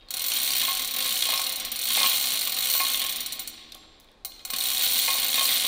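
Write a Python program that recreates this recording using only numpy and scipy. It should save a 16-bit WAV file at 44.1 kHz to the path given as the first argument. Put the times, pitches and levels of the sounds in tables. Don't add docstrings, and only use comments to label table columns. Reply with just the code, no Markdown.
import sys
import numpy as np
from scipy import signal
from scipy.fft import rfft, irfft, next_fast_len
from scipy.io import wavfile
from scipy.ndimage import uniform_filter1d

SR = 44100
rng = np.random.default_rng(int(sys.argv[2]) if len(sys.argv) > 2 else 0)


def to_linear_factor(level_db):
    exponent = np.asarray(level_db, float) / 20
    return 10 ** exponent


def output_pcm(signal):
    pcm = np.clip(np.atleast_2d(signal).T, -1, 1) * 32767
    wavfile.write(sys.argv[1], SR, np.round(pcm).astype(np.int16))


N = 250047


def evened(x):
    return x / np.sqrt(np.mean(x ** 2) + 1e-20)


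def read(points, hz):
    f, value = np.transpose(points)
    return np.interp(np.log(hz + 1), np.log(f + 1), value)


def coloured(x, points):
    size = next_fast_len(len(x))
    gain = to_linear_factor(read(points, np.fft.rfftfreq(size, 1 / SR)))
    return irfft(rfft(x, size) * gain, size)[:len(x)]


def above(x, hz):
    return signal.sosfilt(signal.butter(4, hz, "high", fs=SR, output="sos"), x)


def blows(s, size):
    train = np.zeros(N)
    at = np.clip((np.asarray(s) * SR).astype(int), 0, N - 1)
    np.add.at(train, at, size)
    return train


def ring(x, hz, t60):
    r = 1000 ** (-1 / (abs(t60) * SR))
    w = 2 * np.pi * hz / SR
    return signal.lfilter([np.sin(w)], [1, -2 * r * np.cos(w), r * r], x)


def burst(train, t60):
    power = signal.lfilter([1], [1, -1000 ** (-2 / (abs(t60) * SR))], train ** 2)
    return np.sqrt(power) * rng.standard_normal(N)


# frequency in Hz, level in dB.
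AIR = [(15, -9.5), (28, 5), (45, -6.5), (60, -11.5), (100, -13), (150, -17.5), (300, -14.5), (700, -16),
       (2000, -28), (4000, -44), (6000, -37), (10000, -44), (16000, -54)]
HUM = [0, -10, -1, 4, -6]
# time in seconds, level in dB.
MOTOR = [(0.0, -73), (0.39, -64), (0.6, -90), (0.95, -73), (1.67, -65), (2.59, -72), (2.76, -93),
         (3.03, -66), (3.87, -66), (4.12, -86), (4.25, -74), (4.59, -68), (5.23, -69), (5.48, -65),
         (5.67, -78)]


def air():
    t = np.arange(N) / SR
    hum_hz = 79.4
    hum = sum(to_linear_factor(db) * np.sin(2 * np.pi * hum_hz * (k + 1) * t + k) for k, db in enumerate(HUM))
    still = evened(coloured(rng.standard_normal(N), AIR))
    return to_linear_factor(-58.5) * still + to_linear_factor(np.interp(t, *np.transpose(MOTOR))) * hum


# time in seconds, speed in teeth a second.
PULLS = [
    [(.106, 28), (.333, 58.4), (.463, 70.9), (.793, 42.6), (.908, 27.7)],
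    [(.9085, 31.5), (1.043, 59.5), (1.279, 62.9), (1.561, 25.9), (1.716, 11.5)],
    [(1.7165, 17.8), (1.948, 80.4), (2.088, 92.2), (2.119, 79.2), (2.52, 39.9)],
    [(2.52, 38.4), (2.724, 79.2), (3.085, 35.6), (3.208, 18.8), (3.319, 15.1), (3.474, 11.3)],
    [(4.45, 12.6), (4.649, 63.9), (4.79, 65.7), (4.82, 76.5), (4.994, 88.5), (5.3, 53.7)],
    [(5.3, 68.4), (5.461, 86.6), (5.665, 65.5)],
]


def running(t):
    return sum(np.interp(t, *np.transpose(pull), left=0, right=0) for pull in PULLS) / 60


LAST_TEETH = [
    3.4745,
    4.2483,
    5.665,
]
UNEVEN_S = .001


def teeth():
    times = [LAST_TEETH]
    for pull in PULLS:
        t = np.arange(pull[0][0], pull[-1][0], 1 / SR)
        turned = np.cumsum(np.interp(t, *np.transpose(pull))) / SR
        times.append(np.interp(np.arange(round(turned[-1])), turned, t))
    s = np.sort(np.concatenate(times))
    return s + UNEVEN_S / np.gradient(s) / 60 * rng.standard_normal(len(s))


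# frequency in Hz, level in dB.
LINKS = [(1200, -57), (1700, -14), (2130, -9), (2650, -5.5), (3200, 0.5), (3700, 2.5), (4250, -3.5),
         (4800, -5), (5500, -15.5), (7000, -29)]


def clink(hz, t60, luck):
    t = np.arange(4096) / SR
    tones = 0
    for f, db, phase in zip(hz, read(LINKS, hz), luck):
        tones = tones + to_linear_factor(db - 60 * t / t60) * np.sin(2 * np.pi * (f * t + phase))
    return tones * (1 - np.exp(-t / .0002))


# time in seconds, rattle in dB without the wheel's share.
CHAIN = [(0, -55.5), (.08, -58), (.16, -42.5), (.62, -36), (.9, -40.5), (1.39, -35.5), (1.7, -42.5),
         (2.03, -31.5), (2.16, -39), (2.83, -37), (3.1, -38.5), (3.3, -44.5), (3.6, -50.5), (4.07, -66.5),
         (4.27, -71), (4.36, -60), (4.58, -37.5), (5.67, -35)]
# frequency in Hz, level in dB.
RUMBLE = [(59, -62), (100, -18.5), (260, -5.5), (452, -23), (744, -12), (923, -10.5), (1080, -2.5),
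          (1350, -7.5), (2500, -5.5), (3250, -37), (5500, -120)]
LEG_HZ = [258, 522, 660, 762, 1083, 1452, 1725, 2122, 2385, 2466, 2842]
# level in dB, t60 in seconds.
LEG = [(2.5, 0.027), (-7, 0.27), (6, 0.015), (-7.5, 0.17), (0, .22), (-37, 0.082), (-8.5, 0.044),
       (-4, 0.22), (-6.5, 0.15), (-2.5, 0.12), (-19.5, 0.14)]
CLINKS_PER_S, CLINK_SPREAD_DB, LINK_T60 = 230, 2.8, .025
JOLT = 0.42
RUN_DB = 1.5
FRAME_DB, FRAME_SHARE, FRAME_RUN_DB = -38.5, 0.46, 7.5


def chain(tooth_s):
    t = np.arange(N) / SR
    swing_db = np.interp(t, *np.transpose(CHAIN))
    run = uniform_filter1d(running(t), size=2000)
    level = to_linear_factor(swing_db + RUN_DB * run)
    frame_level = to_linear_factor(FRAME_DB + FRAME_SHARE * swing_db + FRAME_RUN_DB * np.minimum(run / .4, 1))

    strength = to_linear_factor(CLINK_SPREAD_DB * np.minimum(rng.exponential(1, N), 4))
    knocks = strength * (rng.random(N) < CLINKS_PER_S / SR)
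    jolts = signal.lfilter([1], [1, -np.exp(-1 / (0.0093 * SR))], blows(tooth_s, 0.45))
    knocks = knocks * (1 - JOLT + 2 * JOLT * np.minimum(jolts, 1))

    kind = rng.integers(0, 24, N)
    rattle = np.zeros(N)
    for k, (pitch, life, phase) in enumerate(rng.random((24, 3, 7))):
        hz = 1700 * 3.3 ** ((np.arange(7) + pitch) / 7)
        sound = clink(hz, LINK_T60 * (1.0 + life[0]), phase)
        rattle += signal.oaconvolve(knocks * (kind == k), sound)[:N]
    snaps = coloured(burst(knocks, 0.0028), LINKS)

    shake = knocks * rng.standard_normal(N)
    leg = above(sum(to_linear_factor(db) * ring(shake, hz, t60) for hz, (db, t60) in zip(LEG_HZ, LEG)), 226)
    rumble = coloured(burst(knocks, 0.11), RUMBLE)
    links = evened(rattle) + to_linear_factor(-6.0) * evened(snaps)
    frame = to_linear_factor(-1) * evened(leg) + evened(rumble)
    return level * links + frame_level * frame


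# time in seconds, peak in
# dB.
TICKS = [(0.0633, -67), (0.0852, -68), (3.6915, -62), (3.701, -58), (3.722, -36), (3.749, -31.5),
         (4, -41.5), (4.007, -48), (4.0448, -51), (4.0944, -64), (4.116, -52), (4.4159, -52)]
# start in seconds, frequency in Hz, level in dB, t60 in seconds.
TICK_RING = [(3.722, 7510, -60, .08), (3.722, 10300, -58, .08), (3.781, 7500, -63, .65),
             (3.75, 7560, -64, .6), (3.722, 4800, -42, .04), (3.723, 5300, -47, .03),
             (1.378, 5400, -25, .04), (4.25, 4180, -47, .6), (4.252, 4260, -50, .5), (0, 3720, -56, .3),
             (0, 3230, -60, .3), (3.8, 10250, -76, .4)]


def ticks():
    s, db = np.transpose(TICKS)
    puffs = burst(blows(s, to_linear_factor(db + 1.5)), 0.0081)
    snap = signal.lfilter(*signal.butter(2, 4500, "high", fs=SR), puffs)
    return snap + sum(ring(blows([s], to_linear_factor(db)), hz, t60) for s, hz, db, t60 in TICK_RING)


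# time in seconds, peak in dB, pitch in Hz.
CLINKS = [(.0863, -29.5, 4140), (0.2068, -15.5, 3560), (.3195, -12.5, 3200), (0.3633, -12.5, 3810),
          (0.6504, -11.5, 3020), (1.0239, -12.5, 3940), (1.224, -7.5, 3750), (1.376, -11.5, 4020),
          (1.8293, -12, 3650), (2.0018, -7, 4140), (2.0318, -4, 4060), (2.0617, -6.5, 2900),
          (2.2708, -11, 3650), (2.6366, -12, 3140), (2.8951, -13, 3120), (2.9458, -8.5, 3610),
          (3.0027, -13, 3130), (3.0648, -14.5, 4140), (3.721, -20, 3710), (3.7454, -29, 3650),
          (4.3205, -29, 3640), (4.3939, -32, 3280), (4.502, -16.5, 3650), (4.6553, -11.5, 3270),
          (4.772, -8, 3717), (4.8642, -8, 3804), (4.9227, -16, 3270), (4.9985, -8.5, 3360),
          (5.3949, -5.5, 3630), (5.522, -8, 4050)]
SEAT_HZ = [3150, 3650, 3750, 4200]
TEETH_PER_LINK, SEAT_SCATTER = 2.6, .35
SEAT_DB, SEAT_RUN_DB, SEAT_SPREAD_DB = -23, 7, 4


def seating(tooth_s):
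    at = np.arange(TEETH_PER_LINK, len(tooth_s) - 1, TEETH_PER_LINK)
    luck = rng.standard_normal((len(at), 2))
    s = np.interp(at + SEAT_SCATTER * luck[:, 0], np.arange(len(tooth_s)), tooth_s)
    db = SEAT_DB + SEAT_RUN_DB * running(s) + SEAT_SPREAD_DB * np.clip(luck[:, 1], -2, 1.3)
    gap_s = abs(s[:, None] - np.transpose(CLINKS)[0]).min(axis=1)
    free = (gap_s > .018) & (running(s) > .3)
    return np.transpose([s, db, rng.choice(SEAT_HZ, len(s))])[free]


# frequency in Hz, level in dB.
SNAP = [(1000, -30), (2500, -6), (4500, 2), (8000, -6), (16000, -13)]
CLICK_DB, SNAP_T60 = 5, .025


def clinks(tooth_s):
    out = np.zeros(N)
    rows = np.vstack([CLINKS, seating(tooth_s)])
    for (s, db, hz), luck in zip(rows, rng.random((len(rows), 2, 4))):
        tones = hz * np.append(1, .76 + 0.436 * luck[0, 1:])
        sound = clink(tones, .02, luck[1])
        part = out[round(s * SR):][:len(sound)]
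        part += to_linear_factor(db - 6.5) * sound[:len(part)] / abs(sound).max()
    s, db, _ = np.transpose(rows)
    contact = signal.butter(1, [2000, 6000], "band", fs=SR)
    click = signal.lfilter(*contact, blows(s, to_linear_factor(db + CLICK_DB)))
    return out + click + to_linear_factor(-14) * coloured(burst(blows(s, to_linear_factor(db)), SNAP_T60), SNAP)


PAWL_HZ = [760, 1460, 2175, 2460, 2928, 3200, 3680, 3855, 3975, 4102, 4278, 4450, 5280, 5722, 6220, 6450,
           7110, 7600, 8300, 9024, 9572, 9702, 9851, 10790, 11600, 12090, 13000, 13320, 14273, 14310, 14292]
# level in dB, t60 in seconds.
PAWL = [(-24, .15), (-23, .1), (-15, .06), (-18, .08), (-12, .05), (-14, .06), (-12, .07), (-10, .09),
        (-17, .2), (-9, .06), (0, .04), (-5, .035), (-16, .05), (-8, .055), (-13, .05), (-14, .05),
        (-18, .06), (-11, .04), (-6, .05), (-11, .06), (-6, .05), (-9, .06), (-8, .06), (-10, .05),
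        (-13, .04), (-16, .05), (-14, .05), (-17, .06), (-2, .1), (-4.5, .09), (-18, .5)]
# frequency in Hz, level in dB.
CRACK = [(400, -34), (1500, -22), (4000, -6.5), (7000, 3.5), (10000, 3), (14000, 1.5), (16500, 4)]
PAWL_DB, SPEED_DB, SPREAD_DB = -31, 3, 3
CRACK_DB, CRACK_T60 = -31, .045
BOUNCE_S, BOUNCE_DB = .006, -7.5


def pawl(s):
    force = to_linear_factor(SPEED_DB / np.gradient(s) / 60)
    s = np.append(s, s + BOUNCE_S)
    force = np.append(force, force * to_linear_factor(BOUNCE_DB))
    luck = rng.standard_normal((len(s), len(PAWL), 3))
    force = force * to_linear_factor(0.56 * luck[:, 0, 2])
    share = to_linear_factor(SPREAD_DB * np.clip(luck[..., 0], -1, 1))
    late = .0006 * abs(luck[..., 1])
    tones = np.zeros(N)
    for k, (db, t60) in enumerate(PAWL):
        struck = blows(s + late[:, k], force * share[:, k])
        tones += to_linear_factor(db) * ring(struck, PAWL_HZ[k], t60)
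    crack = coloured(burst(blows(s, force), CRACK_T60), CRACK)
    return above(to_linear_factor(PAWL_DB) * tones + to_linear_factor(CRACK_DB) * crack, 650)


# time in seconds, ring in dB, low modes in dB, high modes in dB.
SLAPS = [(0.629, -35, -19, 4.5), (0.6809, -25, -11, -3.5), (1.2894, -40, 9, 8), (1.3302, -29, -5, -2),
         (1.3931, -31, -2, 0), (1.9728, -33, 2, 0), (1.979, -33, -4, 9), (2.011, -29.5, 1.5, 3),
         (2.0415, -33, 2, 5), (2.0594, -35, 1, 0), (2.7495, -34.5, 0.5, -9), (2.802, -23.5, -7, 0),
         (3.7532, -53.5, 4.5, -11), (4.2487, -54, 6.5, 8), (4.451, -51, -2.5, 6), (4.502, -45, -2, 7),
         (2.0323, -31, -9.5, 0), (3.8351, -62.5, 9, -3), (5.081, -25, -2.5, 2), (5.1505, -32, -3.5, -12),
         (5.3793, -30.5, -1.5, 5), (5.4114, -32, -1, 3)]
THUD_DB = 16


def slaps():
    s, db, low_db, high_db = np.transpose(SLAPS)
    tube = np.zeros(N)
    for hz, (mode_db, t60) in zip(LEG_HZ, LEG):
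        share_db = low_db if hz < 900 else high_db if hz > 1200 else 0
        tube += ring(blows(s, to_linear_factor(db + mode_db + share_db)), hz, t60)
    body = signal.butter(2, [550, 1400], "band", fs=SR)
    thud = signal.lfilter(*body, burst(blows(s, to_linear_factor(db + low_db)), .04))
    return above(to_linear_factor(-1.0) * tube + to_linear_factor(THUD_DB) * thud, 643)


# delay in seconds, level in dB.
ECHOES = [
    (.0068, -27.5),
    (0.012, -14),
    (0.022, -14.5),
    (.03, -18.5),
]
# frequency in Hz, t60 in seconds.
HALL = [(200, 3.8), (1000, 0.98), (4000, 1.41), (9000, 0.55), (15000, 0.16)]
HALL_DB = -9.5


def hall(x):
    hz, t, z = signal.stft(rng.standard_normal(2 * SR), SR, nperseg=256)
    decay = to_linear_factor(-60 * t / read(HALL, hz)[:, None])
    build_up = np.minimum(t / 0.037, 1)
    tail = signal.istft(z * decay * build_up, SR, nperseg=256)[1]
    tail *= to_linear_factor(HALL_DB) / np.linalg.norm(tail)
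    tail[0] += 1
    for s, db in ECHOES:
        tail[round(s * SR)] += to_linear_factor(db)
    return signal.fftconvolve(x, tail)[:N]


def scene():
    tooth_s = teeth()
    hoist = chain(tooth_s) + ticks() + clinks(tooth_s) + pawl(tooth_s) + slaps()
    return (hall(hoist) + air())[None]


def low_pass(x):
    return signal.sosfilt(signal.butter(12, 16350, fs=SR, output="sos"), x)


def record(dry):
    edge = signal.firwin(255, 15750, window=("kaiser", 8), fs=SR)
    mix = signal.oaconvolve(dry, edge[None], "same")
    return low_pass(mix)


dry = scene()
out = record(dry)
output_pcm(out)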